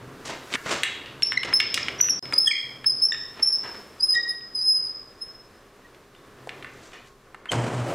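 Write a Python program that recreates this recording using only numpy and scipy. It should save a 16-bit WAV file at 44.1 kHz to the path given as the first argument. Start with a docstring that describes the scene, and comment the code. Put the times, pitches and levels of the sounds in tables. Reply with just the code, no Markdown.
"""A heavy woodworking machine stands idle in an echoing workshop, over the rush of distant machines.
First come knocks of tools and scuffs of hands, cloth and timber. From 1.2 s to 5.3 s a dry handwheel
winds the table: its screw sticks and slips, squealing near 5 kHz, among short creaks and gliding tones.
A few softer knocks and scuffs follow. At 7.5 s the switch clacks and the motor starts with a roar."""
import sys
import numpy as np
from scipy import signal
from scipy.fft import rfft, irfft
from scipy.io import wavfile
from scipy.ndimage import uniform_filter1d

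SR = 44100
rng = np.random.default_rng(int(sys.argv[2]) if len(sys.argv) > 2 else 0)


def wav_record(signal):
    """Record a signal, one row per channel, as 16-bit PCM in the file named by sys.argv[1]."""
    frames = np.transpose(np.atleast_2d(signal))
    bounded = np.clip(frames, -1, 1)
    # unit amplitude maps onto the largest positive 16-bit level
    quanta = np.round(bounded * 32767).astype(np.int16)
    wavfile.write(sys.argv[1], SR, quanta)


N = 350154
T = np.arange(N) / SR

# Slips of the screw: peak_s, level_db, rise_s, fall_s, start_pitch_hz, end_pitch_hz
SCREW_SLIPS = [(1.232, -3.5, 0.002, 0.0093, 5370, 5350), (1.272, -23, .008, 0.022, 5200, 5300),
               (1.538, -6, 0.003, 0.026, 5110, 5266), (1.56, -13, 0.018, 0.048, 5243, 5295),
               (2.013, -2.5, 0.0046, 0.01, 6020, 5740), (2.05, -27.5, 0.044, 0.034, 5780, 5720),
               (2.083, -21, 0.017, .02, 5840, 5770), (2.099, -8, .006, 0.011, 5720, 5640),
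               (2.107, -12.5, .008, .012, 5590, 5460), (2.129, -18.5, .015, .01, 5540, 5570),
               (2.339, -12, .005, 0.0089, 4930, 5010), (2.36, -30, 0.024, 0.049, 5030, 5030),
               (2.384, -3, 0.0067, 0.015, 4990, 5250), (2.419, -17, 0.031, .03, 5250, 5175),
               (2.468, -19.5, .08, 0.044, 5185, 5090), (2.866, -10, 0.0068, 0.039, 5203, 5290),
               (2.902, -16, .02, 0.037, 5110, 4990), (2.961, -29, 0.06, 0.093, 5094, 4926),
               (3.023, -13, 0.0072, 0.038, 5203, 5220), (3.038, -13, .02, 0.017, 5276, 5260),
               (3.052, -11, 0.0072, 0.034, 5295, 5397), (3.43, -6.5, 0.0053, 0.024, 5230, 5410),
               (3.474, -15.5, .025, .065, 5430, 5280), (3.53, -18.5, .035, .06, 5296, 5140),
               (4.01, -19.5, 0.012, .01, 5020, 4850), (4.033, -12, 0.013, 0.095, 5125, 5060),
               (4.108, -14.5, 0.047, 0.033, 5047, 5070), (4.129, -17.5, 0.035, 0.033, 5030, 5030),
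               (4.288, -20.5, .01, .09, 5050, 5060), (4.553, -23.5, 0.0092, 0.082, 5065, 5005),
               (4.595, -26, .06, .05, 5010, 4863), (4.625, -25.5, 0.029, 0.052, 5100, 5120),
               (4.686, -16, 0.088, 0.073, 5160, 5010), (4.73, -16.5, 0.081, 0.058, 5100, 5090),
               (4.77, -19, 0.035, 0.066, 5030, 5040), (4.85, -30, .08, .1, 5020, 4940),
               (5.221, -28, 0.015, 0.063, 5155, 5200)]
# How rough the squeal is as the slips turn uneven: time_s, flutter_share
SQUEAL_ROUGHNESS = [(1.2, .15), (1.6, .12), (2.0, .6), (2.13, .6), (2.33, .08), (4.0, .1), (4.2, .05),
                    (4.28, .4), (4.33, .03), (5.3, .03)]
# Short gliding tones (creaks, a faint squeal near 1.8 s and a squeal's lingering ring near 2.2 s):
# peak_s, level_db, pitch_hz, glide_hz_per_ms, half_length_s, octave_db, echo_db
GLIDING_TONES = [(1.377, -8.5, 2040, -26, .0043, -10.5, -6), (1.832, -20, 5270, .1, 0.0029, -35, -3.5),
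                 (1.995, -29.5, 5780, 4, .01, -41, -4), (2.227, -31.5, 5103, 4.2, 0.05, -39, 4),
                 (2.463, -34, 3320, -4, 0.013, -16, -7), (2.479, -7.5, 3253, -17.5, 0.0082, -20.5, -1.5),
                 (2.515, -15, 2284, -32, 0.0068, -12.5, -0.5), (2.532, -21.5, 2070, -7.5, 0.0022, -16, 6.5),
                 (3.123, -16.5, 1828, -1, 0.0029, -4, 0.5), (4.152, -22, 1900, -1, 0.0054, -4.5, 0.5),
                 (4.165, -17, 1894, 1, 0.023, -19, 2.5), (5.857, -47.5, 1900, -1, 0.014, -26, -8),
                 (6.166, -53, 3585, 5.2, .0059, -16.5, 6), (7.497, -22, 3124, .3, 0.0081, -28, -8)]
# Knocks of handle, tools and switch: start_s, peak_db, centre_hz, crack_db, echo_db
KNOCK_HITS = [(0.296, -23, 640, -17, 3), (.527, -19, 2400, -17, 5), (0.538, -9, 2220, -14.5, 6),
              (.554, -13.5, 1400, -21, 2.5), (.833, -0.5, 2250, -9.5, 0.5), (1.059, -26, 2200, -34, 6.5),
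              (1.222, -12, 2680, -16, -1.5), (1.32, -9.5, 1760, -30, -3), (1.33, -17.5, 1550, -15, -4),
              (1.432, -11, 1990, -19, -10), (1.528, -13, 1597, -26, -24), (1.601, -0.5, 2240, -24, -3),
              (1.742, -2, 3400, -11, -0.5), (1.775, -7.5, 1670, -26, -1.5), (1.883, -8.5, 1815, -44, -6),
              (2.002, -15.5, 1630, -33, -8), (2.041, -22.5, 1876, -26, 7.5), (2.086, -17, 1820, -28, -19),
              (2.255, -25, 2160, -22, 1), (2.324, -15, 1523, -17.5, -14), (2.843, -22.5, 1590, -22.5, -13),
              (3.122, -21.5, 1840, -17, 0.5), (3.145, -25, 1710, -24.5, -2), (3.427, -28, 4480, -15.5, -17),
              (3.637, -30, 1040, -12.5, 11), (4.408, -40, 1930, -21.5, -12),
              (5.946, -40.5, 2200, -21.5, -7), (6.149, -39, 1990, -21, -3.5),
              (6.388, -45, 2190, -18.5, -13), (6.472, -26, 560, -19, 1.5), (6.492, -18, 2000, -27, -3.5),
              (6.625, -25.5, 1830, -27, -10), (6.645, -25, 1340, -25, 2.5), (6.932, -32.5, 1910, -18.5, 9),
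              (7.345, -26, 1150, -20, -10), (7.456, -28, 1250, -20.5, 1.5), (7.517, -11.5, 2500, -5.5, -11),
              (7.532, -15.5, 1010, -26, -14)]
# Notes at which the iron frame rings: pitch_hz, level_db, ring_s (time to fade by 60 dB)
FRAME_NOTES = [(1000, -8, .012), (1770, -8, .012), (2200, -5, .012), (2830, -5, .012), (3400, -6, .01),
               (4450, -6, .01), (5420, -10, .01), (8040, -16, .01)]
# Tone colour of the motor's roar: frequency_hz, level_db
ROAR_SPECTRUM = [(24, -52), (40, -35), (64, -20), (101, -15), (130, -6), (189, -15.5), (243, -10.5),
                 (646, -13.5), (852, -16.5), (3140, -31), (3650, -38.5), (8340, -40.5), (16000, -77)]
# Scuffs of hands, cloth and timber: peak_s, level_db, rise_s, fall_s, treble_db
SCUFF_STROKES = [(0.257, -37.5, 0.0091, 0.074, 2), (0.307, -32.5, 0.057, 0.11, -15),
                 (0.551, -29.5, 0.069, 0.012, -6.5), (0.663, -31, 0.011, 0.059, -18),
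                 (0.717, -26.5, 0.076, 0.13, -6.5), (1.451, -33.5, 0.019, 0.029, -9),
                 (1.492, -32, 0.048, 0.055, -28), (2.334, -27, 0.0034, 0.014, -8),
                 (3.402, -37.5, 0.084, 0.022, -33), (3.646, -35, 0.026, 0.083, -38),
                 (3.747, -40, 0.0091, 0.045, -25), (6.86, -56.5, 0.38, 0.15, 0.5),
                 (6.938, -45.5, 0.038, 0.09, -14), (7.074, -61, .03, .05, 3.5)]
# Tone colour of a scuff: frequency_hz, level_db
SCUFF_SPECTRUM = [(47, -34), (80, -11.5), (338, -4), (858, -8.5), (1170, -6), (1600, -7.5), (2040, -8),
                  (3100, -10), (7360, -12.5), (16000, -46)]
# Tone colour of the rush of distant machines: frequency_hz, level_db
RUSH_SPECTRUM = [(35, -38), (60, -12.5), (85, -5), (150, -20), (204, -4.5), (258, -15.5), (304, -5),
                 (393, -2.5), (854, -12), (1080, -8.5), (1770, -12.5), (1900, -14.5), (2240, -18),
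                 (15000, -38.5), (16500, -53)]
# How the background changes: time_s, rush_db, treble_db, drone_db
BACKGROUND_LEVELS = [(0, -46, -15.5, -45), (.6, -48, -4, -59), (1.05, -48, -14, -53.5),
                     (1.4, -48, -14, -48.5), (1.85, -41, -17, -49.5), (2.3, -46, -13.5, -47.5),
                     (2.6, -54, -3.5, -60.5), (2.8, -49, -14.5, -52.5), (3.4, -51.5, -7.5, -60),
                     (3.8, -47.5, -9.5, -62.5), (4.35, -54, -11, -61.5), (6.1, -53.5, -11, -63),
                     (6.6, -48, -13.5, -54.5), (7.2, -59, -9, -64.5), (7.45, -51.5, -18, -65.5)]
# Notes of the low drone: pitch_hz, width_hz, level_db
DRONE_NOTES = [(128.7, 18, -1), (258.4, 23, -3)]
# Notes of a faint steady hum: pitch_hz, width_hz, level_db
HUM_NOTES = [(400, 30, -63), (1100, 30, -68)]
# How long the room rings: frequency_hz, ring_s (time to fade by 60 dB)
ROOM_RING_TIMES = [(150, 0.25), (700, 0.59), (2000, 0.67), (5000, 0.66), (10000, 0.11), (16000, 0.18)]
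# Stretches of time, each ending with its echo cut short: start_s, end_s
ECHO_STRETCHES = [(0, .559), (.559, 1.221), (1.221, 2.194), (2.226, 7.085), (7.085, 7.94)]


def screw_squeals():
    """Dry threads stick and slip, so the screw rings with a high, almost pure tone."""
    power = np.full(N, 1e-14)
    weight, weighted_hz = np.full(N, 1e-42), np.full(N, 5200e-42)   # rests at 5200 Hz between slips
    for peak_s, level_db, rise_s, fall_s, start_hz, end_hz in SCREW_SLIPS:
        span, t, gain = swell(peak_s, level_db, rise_s, fall_s)
        power[span] += gain ** 2
        weight[span] += gain ** 6   # the strongest slip sets the pitch
        weighted_hz[span] += gain ** 6 * np.interp(t, [-rise_s, fall_s], [start_hz, end_hz])
    pitch_hz = uniform_filter1d(weighted_hz / weight, size=130) * (1 + .003 * drift(25))
    phase = 2 * np.pi * np.cumsum(pitch_hz) / SR
    tone = np.sin(phase) + from_db(-20) * np.sin(2 * phase) + from_db(-38) * np.sin(3 * phase)
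    flutter_share, = curves(SQUEAL_ROUGHNESS)
    flutter = 1 + flutter_share * uniform_filter1d(drift(200), size=60)
    loudness = from_db(uniform_filter1d(10 * np.log10(power), size=190))
    return np.sqrt(2) * loudness * tone * flutter


def gliding_tones():
    """Creaks and faint squeals swell briefly as their pitch glides. Returns them and their room feed."""
    direct, to_room = np.zeros(N), np.zeros(N)
    for peak_s, level_db, pitch_hz, glide_hz_per_ms, half_length_s, octave_db, echo_db in GLIDING_TONES:
        span = slice(int((peak_s - .05) * SR), int((peak_s + .05) * SR))
        t = T[span] - peak_s
        phase = 2 * np.pi * (pitch_hz * t + 500 * glide_hz_per_ms * t ** 2)
        tone = sum(from_db(octave_db * (k - 1) ** 1.3) * np.sin(k * phase) for k in range(1, 5))
        glide = from_db(level_db) * np.exp(-2 * (t / half_length_s) ** 2) * tone
        direct[span] += glide
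        to_room[span] += from_db(echo_db) * glide
    return direct, to_room


def knocks():
    """Blows ring the iron frame with a bright crack. Returns the sound and what it sends to the room."""
    direct, to_room, t = np.zeros(N), np.zeros(N), T[:2000]
    draws = rng.standard_normal((len(KNOCK_HITS), len(t) + len(FRAME_NOTES)))
    reach = 2 ** .77   # a knock's band reaches .77 octaves above its centre and half that below
    for (start_s, peak_db, centre_hz, crack_db, echo_db), draw in zip(KNOCK_HITS, draws):
        rattle = draw[:len(t)] * t * np.exp(-t / .0022)
        hard_touch = signal.unit_impulse(len(t), idx=40)
        contact = rattle / np.linalg.norm(rattle) + hard_touch
        body = contact
        for (pitch_hz, level_db, ring_s), chance in zip(FRAME_NOTES, draw[len(t):]):
            octaves_away = abs(np.log2(pitch_hz / centre_hz))
            gain = from_db(level_db - 3 + 3 * chance - 4 * octaves_away)
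            body = body + gain * resonance(contact, pitch_hz, np.log(1000) / (np.pi * ring_s))
        body = band_pass(body, centre_hz / np.sqrt(reach), centre_hz * reach)
        crack = band_pass(contact, 4000, 9000, order=3)
        knock = rms_one(body) + from_db(crack_db) * rms_one(crack)
        knock = from_db(peak_db) * knock / np.abs(knock).max()
        at = round(start_s * SR)
        direct[at:at + len(t)] += knock
        to_room[at:at + len(t)] += from_db(echo_db) * knock
    return direct, to_room


def motor():
    """Belt and cutter block roar, the spinning rotor shakes the frame, and the housing growls."""
    start_s, first_throb_s, full_speed_s = 7.5, 7.59, 7.86
    throb_hz, fade_db_per_s = 4.63, 16
    t = np.maximum(T - start_s, 0)
    uneven_noise = rng.standard_normal(N) * from_db(1.5 * drift(42))
    low, high = low_and_high(uneven_noise, ROAR_SPECTRUM)
    treble_db = -17 + 13 * np.exp(-(t / .034) ** 2)   # a brief rattle at switch-on
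    roar_db = -33.5 + 8 * np.exp(-t / .21)   # surges, then settles
    roar = from_db(roar_db) * (low + from_db(treble_db) * high)
    phase = 2 * np.pi * np.cumsum(122.2 + 3.68 * drift(12.8)) / SR
    throb = (1 + .8 * np.cos(2 * np.pi * throb_hz * (T - first_throb_s))) / 2
    build_up = np.clip(t / (first_throb_s - start_s), 0, 1)
    frame = np.sqrt(2) * from_db(-22 - fade_db_per_s * t) * build_up * throb * np.sin(phase)
    growl_db = -41.5 + 9.5 * np.clip((T - full_speed_s) / .02, 0, 1)
    growl = from_db(growl_db) * noisy_note(pitch_hz=613, width_hz=130)
    fade_in = np.clip(t / .024, 0, 1) ** 2
    return fade_in * (roar + frame + growl)


def scuffs():
    """Hands, cloth and timber slide over uneven grit, making short swells of scratchy noise."""
    noise = rng.standard_normal(N)
    grit_db = 3.7 * np.minimum(rng.exponential(1, N), 5) + 2.6 * drift(60)
    low, high = low_and_high(noise * from_db(grit_db), SCUFF_SPECTRUM)
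    out = np.zeros(N)
    for peak_s, level_db, rise_s, fall_s, treble_db in SCUFF_STROKES:
        span, _, gain = swell(peak_s, level_db, rise_s, fall_s)
        out[span] += gain * (low[span] + from_db(treble_db) * high[span])
    return out


def distant_machines():
    """Far-off machines rush, drone and hum over the deep rumble of the building."""
    rush_db, treble_db, drone_db = curves(BACKGROUND_LEVELS)
    low, high = low_and_high(rng.standard_normal(N), RUSH_SPECTRUM)
    rumble = from_db(-63.5) * noisy_note(pitch_hz=26, width_hz=16)
    drone = sum(from_db(db) * noisy_note(hz, width_hz) for hz, width_hz, db in DRONE_NOTES)
    hum = sum(from_db(db) * noisy_note(hz, width_hz) for hz, width_hz, db in HUM_NOTES)
    rush = from_db(rush_db + .8 * drift(4.5)) * (low + from_db(treble_db) * high)
    return rush + from_db(drone_db) * drone + rumble + hum


def room_echoes(sound):
    """Echoes blur into a tail of noise in which each band of pitches dies at its own speed."""
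    t, tail = T[:SR], np.zeros(SR)
    edges_hz = 60 * 2 ** np.arange(0, 8.6, .5)
    noise = rng.standard_normal((2, SR))
    for k, (low_hz, high_hz) in enumerate(zip(edges_hz, edges_hz[1:])):
        ring_s = at_hz(ROOM_RING_TIMES, np.sqrt(low_hz * high_hz))
        tail += band_pass(noise[k % 2], low_hz, high_hz) * from_db(-60 * t / ring_s)
    tail *= np.clip((t - .001) / .012, 0, 1)   # echoes start building after 1 ms
    tail *= from_db(-7) / np.linalg.norm(tail)
    out = np.zeros(N)
    for start_s, end_s in ECHO_STRETCHES:
        span = slice(round(start_s * SR), round(end_s * SR))
        out[span] = signal.fftconvolve(sound[span], tail)[:len(sound[span])]
    return out


def from_db(db):
    """Turns decibels into a gain to multiply by."""
    return 10 ** (np.asarray(db) / 20)


def rms_one(x):
    """Scales a signal so its average strength (rms) is 1."""
    return x / np.sqrt(np.mean(x ** 2) + 1e-20)


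def curves(rows):
    """Joins a table's timed points with straight lines, one curve for each value column."""
    times_s, *columns = np.transpose(rows)
    return [np.interp(T, times_s, column) for column in columns]


def at_hz(rows, hz):
    """Looks up a table by frequency, with octaves evenly spaced."""
    table_hz, values = np.transpose(rows)
    return np.interp(np.log(hz), np.log(table_hz), values)


def drift(rate_hz):
    """A smooth random wobble, about 1 in size."""
    r = np.exp(-2 * np.pi * rate_hz / SR)
    return rms_one(signal.lfilter([1], [1, -2 * r, r * r], rng.standard_normal(N + SR))[SR:])


def swell(peak_s, level_db, rise_s, fall_s):
    """Climbs 25 dB per rise_s, drops 25 dB per fall_s. Returns span, time from the peak and gain."""
    span = slice(int((peak_s - 3 * rise_s) * SR), int((peak_s + 3 * fall_s) * SR))
    t = T[span] - peak_s
    return span, t, from_db(level_db - 25 * np.maximum(-t / rise_s, t / fall_s))


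def low_and_high(noise, spectrum):
    """Colours noise and splits it at 3.5 kHz into two parts of equal strength."""
    hz = np.fft.rfftfreq(N, 1 / SR) + 1
    shaped = rfft(noise) * from_db(at_hz(spectrum, hz))
    high_share = 1 / (1 + (3500 / hz) ** 4)
    return rms_one(irfft(shaped * (1 - high_share), N)), rms_one(irfft(shaped * high_share, N))


def band_pass(x, low_hz, high_hz, order=2):
    """Keeps the sound between two frequencies."""
    return signal.sosfilt(signal.butter(order, [low_hz, high_hz], "band", fs=SR, output="sos"), x)


def resonance(x, pitch_hz, width_hz):
    """Rings at one pitch; a narrower width rings longer."""
    r = np.exp(-np.pi * width_hz / SR)
    feedback = [1, -2 * r * np.cos(2 * np.pi * pitch_hz / SR), r * r]
    return signal.lfilter(np.array([1, 0, -1]) * (1 - r * r) / 2, feedback, x + 1e-18)


def noisy_note(pitch_hz, width_hz):
    """A wavering note made from a narrow band of noise."""
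    return rms_one(resonance(rng.standard_normal(N), pitch_hz, width_hz))


def scene():
    """Adds up the sources and their echoes, the same on left and right."""
    knock, knock_to_room = knocks()
    glide, glide_to_room = gliding_tones()
    squeal, scuff = screw_squeals(), scuffs()
    # One sliding contact carries both motions, so their pitches add and subtract into extra tones.
    extra_tones = from_db(13) * glide * squeal
    echoes = room_echoes(from_db(-1) * (squeal + extra_tones) + glide_to_room + knock_to_room + scuff)
    mono = squeal + extra_tones + glide + knock + scuff + echoes + distant_machines() + motor()
    # The level dips briefly near 2.2 s, in the gap between two stretches.
    in_stretch = sum((T >= start_s) & (T < end_s) for start_s, end_s in ECHO_STRETCHES)
    return np.tile(mono * np.maximum(in_stretch, from_db(-34)), (2, 1))


def record(dry):
    """A gain control turns loud moments down; peaks are rounded, hiss is added, the top treble is cut."""
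    threshold_db, cut_share, recover_db_per_s, ceiling = -21, .19, 59, .55
    level_db = 10 * np.log10(uniform_filter1d(dry[0] ** 2, size=200) + 1e-12)
    held_db = np.maximum.accumulate(level_db + recover_db_per_s * T) - recover_db_per_s * T
    cut_db = uniform_filter1d(cut_share * np.maximum(held_db - threshold_db, 0), size=100)
    rounded = ceiling * np.tanh(dry * from_db(-cut_db) / ceiling)
    hiss = from_db(-69.5) * rng.standard_normal(N) * [[1], [-1]]   # opposite on left and right
    low_pass = signal.cheby2(14, 70, 16800, fs=SR, output="sos")
    return signal.sosfilt(low_pass, rounded + hiss)


dry = scene()
out = record(dry)
wav_record(out)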